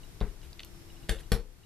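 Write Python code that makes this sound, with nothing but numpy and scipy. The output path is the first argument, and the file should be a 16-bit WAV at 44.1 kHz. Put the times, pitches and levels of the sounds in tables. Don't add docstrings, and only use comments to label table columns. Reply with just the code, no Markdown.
import sys
import numpy as np
from scipy import signal
from scipy.fft import rfft, irfft
from scipy.io import wavfile
from scipy.ndimage import uniform_filter1d

SR = 44100
rng = np.random.default_rng(int(sys.argv[2]) if len(sys.argv) > 2 else 0)


def materialize(psi):
    bounded = np.clip(np.atleast_2d(psi).T, -1, 1)
    quanta = np.round(bounded * 32767).astype(np.int16)
    wavfile.write(sys.argv[1], SR, quanta)


def gain_from_db(level_db):
    decades = np.asarray(level_db, float) / 20
    return 10 ** decades


N = 72765

# (frequency [Hz], relative level [dB])
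AIR_COLOUR = [(12, -13.5), (20, 5), (54, -8), (191, -14), (231, -22), (331, -17), (557, -28), (605, -25.5),
              (1080, -29.5), (5170, -33.5), (14300, -39)]
# (frequency [Hz], likeness [-1 to 1])
AIR_LIKENESS = [(60, 1), (130, 0.15), (290, 0.26), (640, 0.44), (1400, 0.25), (3090, -0.059), (6790, -0.19),
                (14900, 0.29)]
# (frequency [Hz], left minus right [dB])
AIR_BALANCE = [(60, 10), (110, 11.5), (200, -2), (380, 2), (700, -0.5), (1290, -0.5), (2370, -0.5),
               (4380, 3.5), (8090, -0.5), (14900, 1)]
AIR_DB, AIR_EDGE_HZ = -49.5, 14300

# (frequency [Hz], level [dB], width of the narrower of two resonances [Hz])
HUM_LINES = [(420, -77, 5.5), (148.6, -66.5, 6), (197, -77, 35), (275.3, -71, 32)]
# (time [s], level [dB])
DRONE_LEVEL = [(0, -82), (.3, -71), (.65, -66), (.8, -63), (1.05, -61), (1.3, -69), (1.5, -79),
               (1.65, -111)]
DRONE_HZ, DRONE_WAVER_HZ = 339.2, 1.6

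# (start [s], end [s], level [dB])
WHINES = [(0.033, 0.24, -76), (0.267, .36, -77), (0.645, 1.02, -73.5)]
WHINE_START_HZ, WHINE_SAG_HZ_PER_S, WHINE_WAVER_HZ = 5365, 190, 8

# (time [s], level [dB])
MOTOR_STEPS = [(0.0336, -56.5), (0.1476, -82), (0.286, -63.5), (0.4312, -58), (0.901, -57), (0.9662, -60.5),
               (1.033, -59), (1.1667, -63), (1.2333, -58), (1.634, -58)]
# (frequency [Hz], level against the step [dB], length [s])
CHIRP_TONES = [(2886, 4, 0.015), (3850, -4.5, 0.044)]

# (time [s], level before an 8 dB lift [dB], centre [Hz], width of the narrower of two resonances [Hz])
TINE_TICKS = [(0.2051, -44.5, 3580, 1430), (0.213, -45, 3630, 900), (0.4158, -56, 3960, 2500),
              (0.4534, -54, 5000, 6400), (0.5302, -47.5, 4400, 1070), (0.5936, -43, 3230, 790),
              (0.5932, -50, 2560, 500), (.5943, -44, 4400, 1240), (0.596, -50, 1700, 780),
              (0.6029, -42, 2600, 1800), (0.6325, -45, 2980, 600), (0.6325, -46, 4130, 1500),
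              (.648, -39.5, 13600, 5900), (1.088, -46, 3400, 2490), (1.1863, -51, 3300, 700)]
TICK_FADE_S = 0.0021
TICK_GRIT = 0.29

# (time [s], thump [dB], knock [dB], clatter [dB], board tuning [ratio])
TABLE_BLOWS = [(0.2117, -22, -29, -64, .95), (1.0926, -22.5, -32, -31.5, 1.),
               (1.3184, -18, -22.5, -30, 1.02)]
# (frequency before tuning [Hz], level against the thump [dB], time to fall 60 dB [s])
ROCKING_MODES = [(46.5, 5, 0.21), (32.17, -9, 0.79), (66, -2, 0.19)]
ROCKING_RISE_S, ROCKING_CREST_S = 0.02, 0.0193
# (frequency before tuning [Hz], level against the knock [dB], time to fall 60 dB [s])
FRAME_MODES = [(121, -0.5, 0.176), (185, -1, 0.1), (215.9, -6.5, 0.24)]
# (frequency before tuning [Hz], level against the knock [dB], time to fall 60 dB [s])
BOARD_MODES = [(364, -5, 0.033), (441.6, -0.5, 0.089), (554, -11.5, 0.076), (650, -17.5, 0.1),
               (759.4, -14.5, 0.14), (1132, -13, 0.052)]
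# (frequency [Hz], relative level [dB])
KNOCK_COLOUR = [(150, -14), (250, -7.5), (443, 3), (563, -7.5), (1270, -12), (1550, -13), (2180, -15.5),
                (6000, -39), (7800, -74), (13200, -120)]
KNOCK_SNAP_DB, KNOCK_SNAP_T60_S = -10.5, 0.24
# (frequency before tuning [Hz], level before strike strength [dB], time to fall 60 dB [s])
TINE_MODES = [(1896, -1.5, .02), (2430, -28, 0.023), (3325, 7, 0.018), (4400, 1.5, 0.034),
              (4760, -4, 0.031), (8560, -12.5, 0.035), (9650, -6, .012)]
CLATTER_FADE_S, CLATTER_PER_S, CRACK_DB = 0.0035, 1800, 1.5
FIRST_TINE, FIRST_TINE_S = 0.83, 0.001301
# (frequency [Hz], relative level [dB])
CRACK_COLOUR = [(290, -63), (500, -3), (900, -30.5), (1690, -7), (1980, -13.5), (3460, -13), (6510, -22.5),
                (10000, -15.5), (13300, -19.5), (15400, -66)]

# (start [s], length [s], frequency [Hz], level [dB])
AFTER_RINGS = [(.255, 0.031, 420, -44), (1.115, 0.051, 443, -41.5), (1.348, 0.073, 463, -37.5),
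               (1.42, 0.15, 501, -59.5)]
# (start [s], length [s], level [dB])
PAPER_RUSTLES = [(1.184, 0.038, -53), (.415, 0.068, -59.5)]
# (start [s], length [s], frequency [Hz], level [dB])
LIFT_BUMPS = [(.435, 0.091, 66.3, -43)]

THUMP_LEAN_DB, FRAME_LEAN_DB, KNOCK_LEAN_DB = 11.5, 7, 1.1
RIGHT_LAG_S, THUMP_LAG_S = 0.000022, 0.00086

# (frequency [Hz], time to fall 60 dB [s])
ROOM_DECAY = [(250, 0.46), (660, 0.28), (1740, 0.18), (4590, 0.22), (12100, 0.16)]
ROOM_DB, ROOM_LIKENESS = -0.5, 0.66
METAL_ROOM_DB = -11
TICK_ROOM_DB, KNOCK_ROOM_DB = -14, -14.5
GAIN_KNEE_DB, GAIN_SHARE, GAIN_RECOVERY_DB_PER_S, GAIN_SMOOTH_S = -28, 0.85, 4, 0.13
BAND_EDGE_HZ = 15300


def evened(x):
    return x / np.sqrt(np.mean(x ** 2) + 1e-20)


def read(points, hz):
    f, value = np.transpose(points)
    return np.interp(np.log(hz + 1), np.log(f + 1), value)


def add(mix, s, sound):
    part = mix[round(s * SR):][:len(sound)]
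    part += sound[:len(part)]


def resonate(x, hz, width):
    turn = np.exp(2j * np.pi * np.cumsum(hz * np.ones(len(x))) / SR)
    r = np.exp(-np.pi * width / SR)
    return 2 * (turn * signal.lfilter([1 - r], [1, -r], x / turn)).real


def coloured(x, points):
    hz = np.fft.rfftfreq(x.shape[-1], 1 / SR)
    return irfft(rfft(x) * gain_from_db(read(points, hz)), x.shape[-1])


def air():
    hz = np.fft.rfftfreq(N, 1 / SR)
    a, b = rfft(rng.standard_normal((2, N)))
    same = np.clip(read(AIR_LIKENESS, hz), -1, 1)
    lean = gain_from_db(read(AIR_BALANCE, hz) / 2)
    left = a * lean
    right = (same * a + np.sqrt(1 - same ** 2) * b) / lean
    colour = gain_from_db(read(AIR_COLOUR, hz)) / (1 + (hz / AIR_EDGE_HZ) ** 150)
    both = irfft(np.array([left, right]) * colour, N)
    return gain_from_db(AIR_DB) * both / np.sqrt(np.mean(both.mean(0) ** 2))


def slow_waver():
    return evened(uniform_filter1d(uniform_filter1d(rng.standard_normal(N), 900), 900))


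def camera_hum(waver):
    t = np.arange(N) / SR
    drone = np.sin(2 * np.pi * np.cumsum(DRONE_HZ + DRONE_WAVER_HZ * waver) / SR)
    out = gain_from_db(np.interp(t, *np.transpose(DRONE_LEVEL))) * evened(drone)
    for hz, db, width in HUM_LINES:
        line = resonate(resonate(rng.standard_normal(N), hz, width), hz, 2 * width)
        out += gain_from_db(db) * evened(line)
    return out


def camera_whine(waver):
    out, t = np.zeros(N), np.arange(N) / SR
    for start, end, db in WHINES:
        hz = WHINE_START_HZ - WHINE_SAG_HZ_PER_S * (t - start) + WHINE_WAVER_HZ * waver
        tone = evened(np.sin(2 * np.pi * np.cumsum(hz) / SR))
        fade = np.clip(np.minimum(t - start, end - t) / 0.0061, 0, 1)
        out += gain_from_db(db) * tone * fade
    return out


def motor_chirps():
    out = np.zeros(N)
    for s, db in MOTOR_STEPS:
        for hz, part_db, length in CHIRP_TONES:
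            t = np.arange(0, length, 1 / SR)
            swell = np.sin(np.pi * (t / length) ** 0.2)
            add(out, s, gain_from_db(db + part_db) * swell * np.sin(2 * np.pi * hz * t))
    return out


def tine_ticks():
    out, t = np.zeros(N), np.arange(600) / SR
    for s, db, hz, width in TINE_TICKS:
        contact = TICK_GRIT * rng.standard_normal(len(t)) + (t == 0)
        burst = contact * np.exp(-t / TICK_FADE_S * np.sqrt(hz / 3500))
        tick = resonate(resonate(burst, hz, width), hz, 2 * width)
        add(out, s, gain_from_db(db + 8) * tick / abs(tick).max())
    return out


def ring(modes, tuning, crest_s=None):
    t = np.arange(SR // 2) / SR
    out = np.zeros(len(t))
    for hz, db, t60 in modes:
        pitch = hz * tuning
        crest = crest_s or 1 / (4 * pitch)
        out += gain_from_db(db - 60 * t / t60) * np.cos(2 * np.pi * pitch * (t - crest))
    return out


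def table_thump():
    out, t = np.zeros(N), np.arange(SR // 2) / SR
    for s, thump_db, _, _, _ in TABLE_BLOWS:
        rise = 1 - np.exp(-t / ROCKING_RISE_S)
        add(out, s, gain_from_db(thump_db) * ring(ROCKING_MODES, 0.93, ROCKING_CREST_S) * rise)
    return out


def frame_ring():
    out = np.zeros(N)
    for s, _, knock_db, _, _ in TABLE_BLOWS:
        add(out, s, gain_from_db(knock_db) * ring(FRAME_MODES, 0.94))
    return out


def board_knock():
    out, t = np.zeros(N), np.arange(SR // 2) / SR
    for s, _, knock_db, _, tuning in TABLE_BLOWS:
        noise = evened(coloured(rng.standard_normal(len(t)), KNOCK_COLOUR))
        snap = noise * gain_from_db(KNOCK_SNAP_DB - 60 * t / KNOCK_SNAP_T60_S)
        onset = np.minimum(t / 0.00057, 1)
        add(out, s, gain_from_db(knock_db) * (ring(BOARD_MODES, tuning) + snap * onset))
    return out


def tine_clatter():
    near, far, t = np.zeros(N), np.zeros(N), np.arange(SR // 2) / SR
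    fall = np.exp(-t / CLATTER_FADE_S) * np.minimum(t / 0.00082, 1)
    for s, _, _, clatter_db, _ in TABLE_BLOWS:
        hits = rng.random(len(t)) < CLATTER_PER_S / SR
        lands = rng.standard_normal(len(t)) * hits * fall
        strikes = lands / np.linalg.norm(lands)
        metal = 0.46 * signal.fftconvolve(strikes, ring(TINE_MODES, 0.99))[:len(t)]
        add(metal, FIRST_TINE_S, FIRST_TINE * ring(TINE_MODES, 1))
        crack = gain_from_db(CRACK_DB) * evened(coloured(rng.standard_normal(len(t)), CRACK_COLOUR)) * fall
        add(near, s, gain_from_db(clatter_db) * (metal + 2 * crack))
        add(far, s, gain_from_db(clatter_db) * (gain_from_db(METAL_ROOM_DB) * metal + 3 * crack * fall))
    return near, far


def swells(rows):
    out = np.zeros(N)
    for s, length, hz, db in rows:
        t = np.arange(0, length, 1 / SR)
        swell = np.sin(np.pi * (t / length) ** 0.66)
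        add(out, s, gain_from_db(db) * swell * np.sin(2 * np.pi * hz * t))
    return out


def paper_rustle():
    out = np.zeros(N)
    for s, length, db in PAPER_RUSTLES:
        n = round(length * SR)
        grains = rng.standard_normal(n) * gain_from_db(3.4 * rng.exponential(1, n))
        add(out, s, gain_from_db(db) * evened(coloured(grains, CRACK_COLOUR)) * np.hanning(n) ** 0.5)
    return out


def ports(x, lean_db, lag_s=RIGHT_LAG_S):
    hz = np.fft.rfftfreq(N, 1 / SR)
    late = irfft(rfft(x) * np.exp(-2j * np.pi * hz * lag_s), N)
    return np.array([x * gain_from_db(lean_db), late]) * 2 / (1 + gain_from_db(lean_db))


def room(x):
    taps = rng.standard_normal((2, SR // 2)) * (rng.random((2, SR // 2)) < 0.06)
    taps[1] = ROOM_LIKENESS * taps[0] + np.sqrt(1 - ROOM_LIKENESS ** 2) * taps[1]
    hz, t, z = signal.stft(taps, SR, nperseg=256)
    decay = gain_from_db(-60 * t / read(ROOM_DECAY, hz)[:, None])
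    tail = signal.istft(z * decay, SR, nperseg=256)[1]
    tail = tail * (np.arange(tail.shape[1]) > 120)
    return signal.fftconvolve(x[None], tail / np.linalg.norm(tail[0]), axes=1)[:, :N]


def scene():
    waver = slow_waver()
    camera = camera_hum(waver) + camera_whine(waver) + motor_chirps()
    light = tine_ticks() + paper_rustle()
    knock = board_knock()
    clatter, far = tine_clatter()
    direct = ports(table_thump() + swells(LIFT_BUMPS), THUMP_LEAN_DB, THUMP_LAG_S)
    direct = direct + ports(frame_ring(), FRAME_LEAN_DB) + ports(clatter + light, 0)
    direct = direct + ports(knock + swells(AFTER_RINGS), KNOCK_LEAN_DB)
    sent = gain_from_db(ROOM_DB) * far + gain_from_db(TICK_ROOM_DB) * light + gain_from_db(KNOCK_ROOM_DB) * knock
    early = np.arange(N) < 1.25 * SR
    echoes = room(sent * early) + room(sent * ~early)
    return direct + echoes + camera + air()


def top_cut(x):
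    return signal.sosfilt(signal.butter(12, 15530, fs=SR, output="sos"), x)


def record(dry):
    span = round(GAIN_SMOOTH_S * SR)
    power = np.convolve((dry ** 2).mean(0), np.ones(2000) / 2000)[:N]
    power_db = 10 * np.log10(power + 1e-12)
    recovery = np.arange(N) * GAIN_RECOVERY_DB_PER_S / SR
    held_db = np.maximum.accumulate(power_db + recovery) - recovery
    over_db = np.maximum(held_db - GAIN_KNEE_DB, 0)
    smooth_db = signal.fftconvolve(over_db, np.ones(span) / span)[:N]
    ducked = dry / gain_from_db(GAIN_SHARE * smooth_db)
    limited = signal.oaconvolve(ducked, signal.firwin(101, BAND_EDGE_HZ, fs=SR)[None], "same")
    return top_cut(limited)


dry = scene()
out = record(dry)
materialize(out)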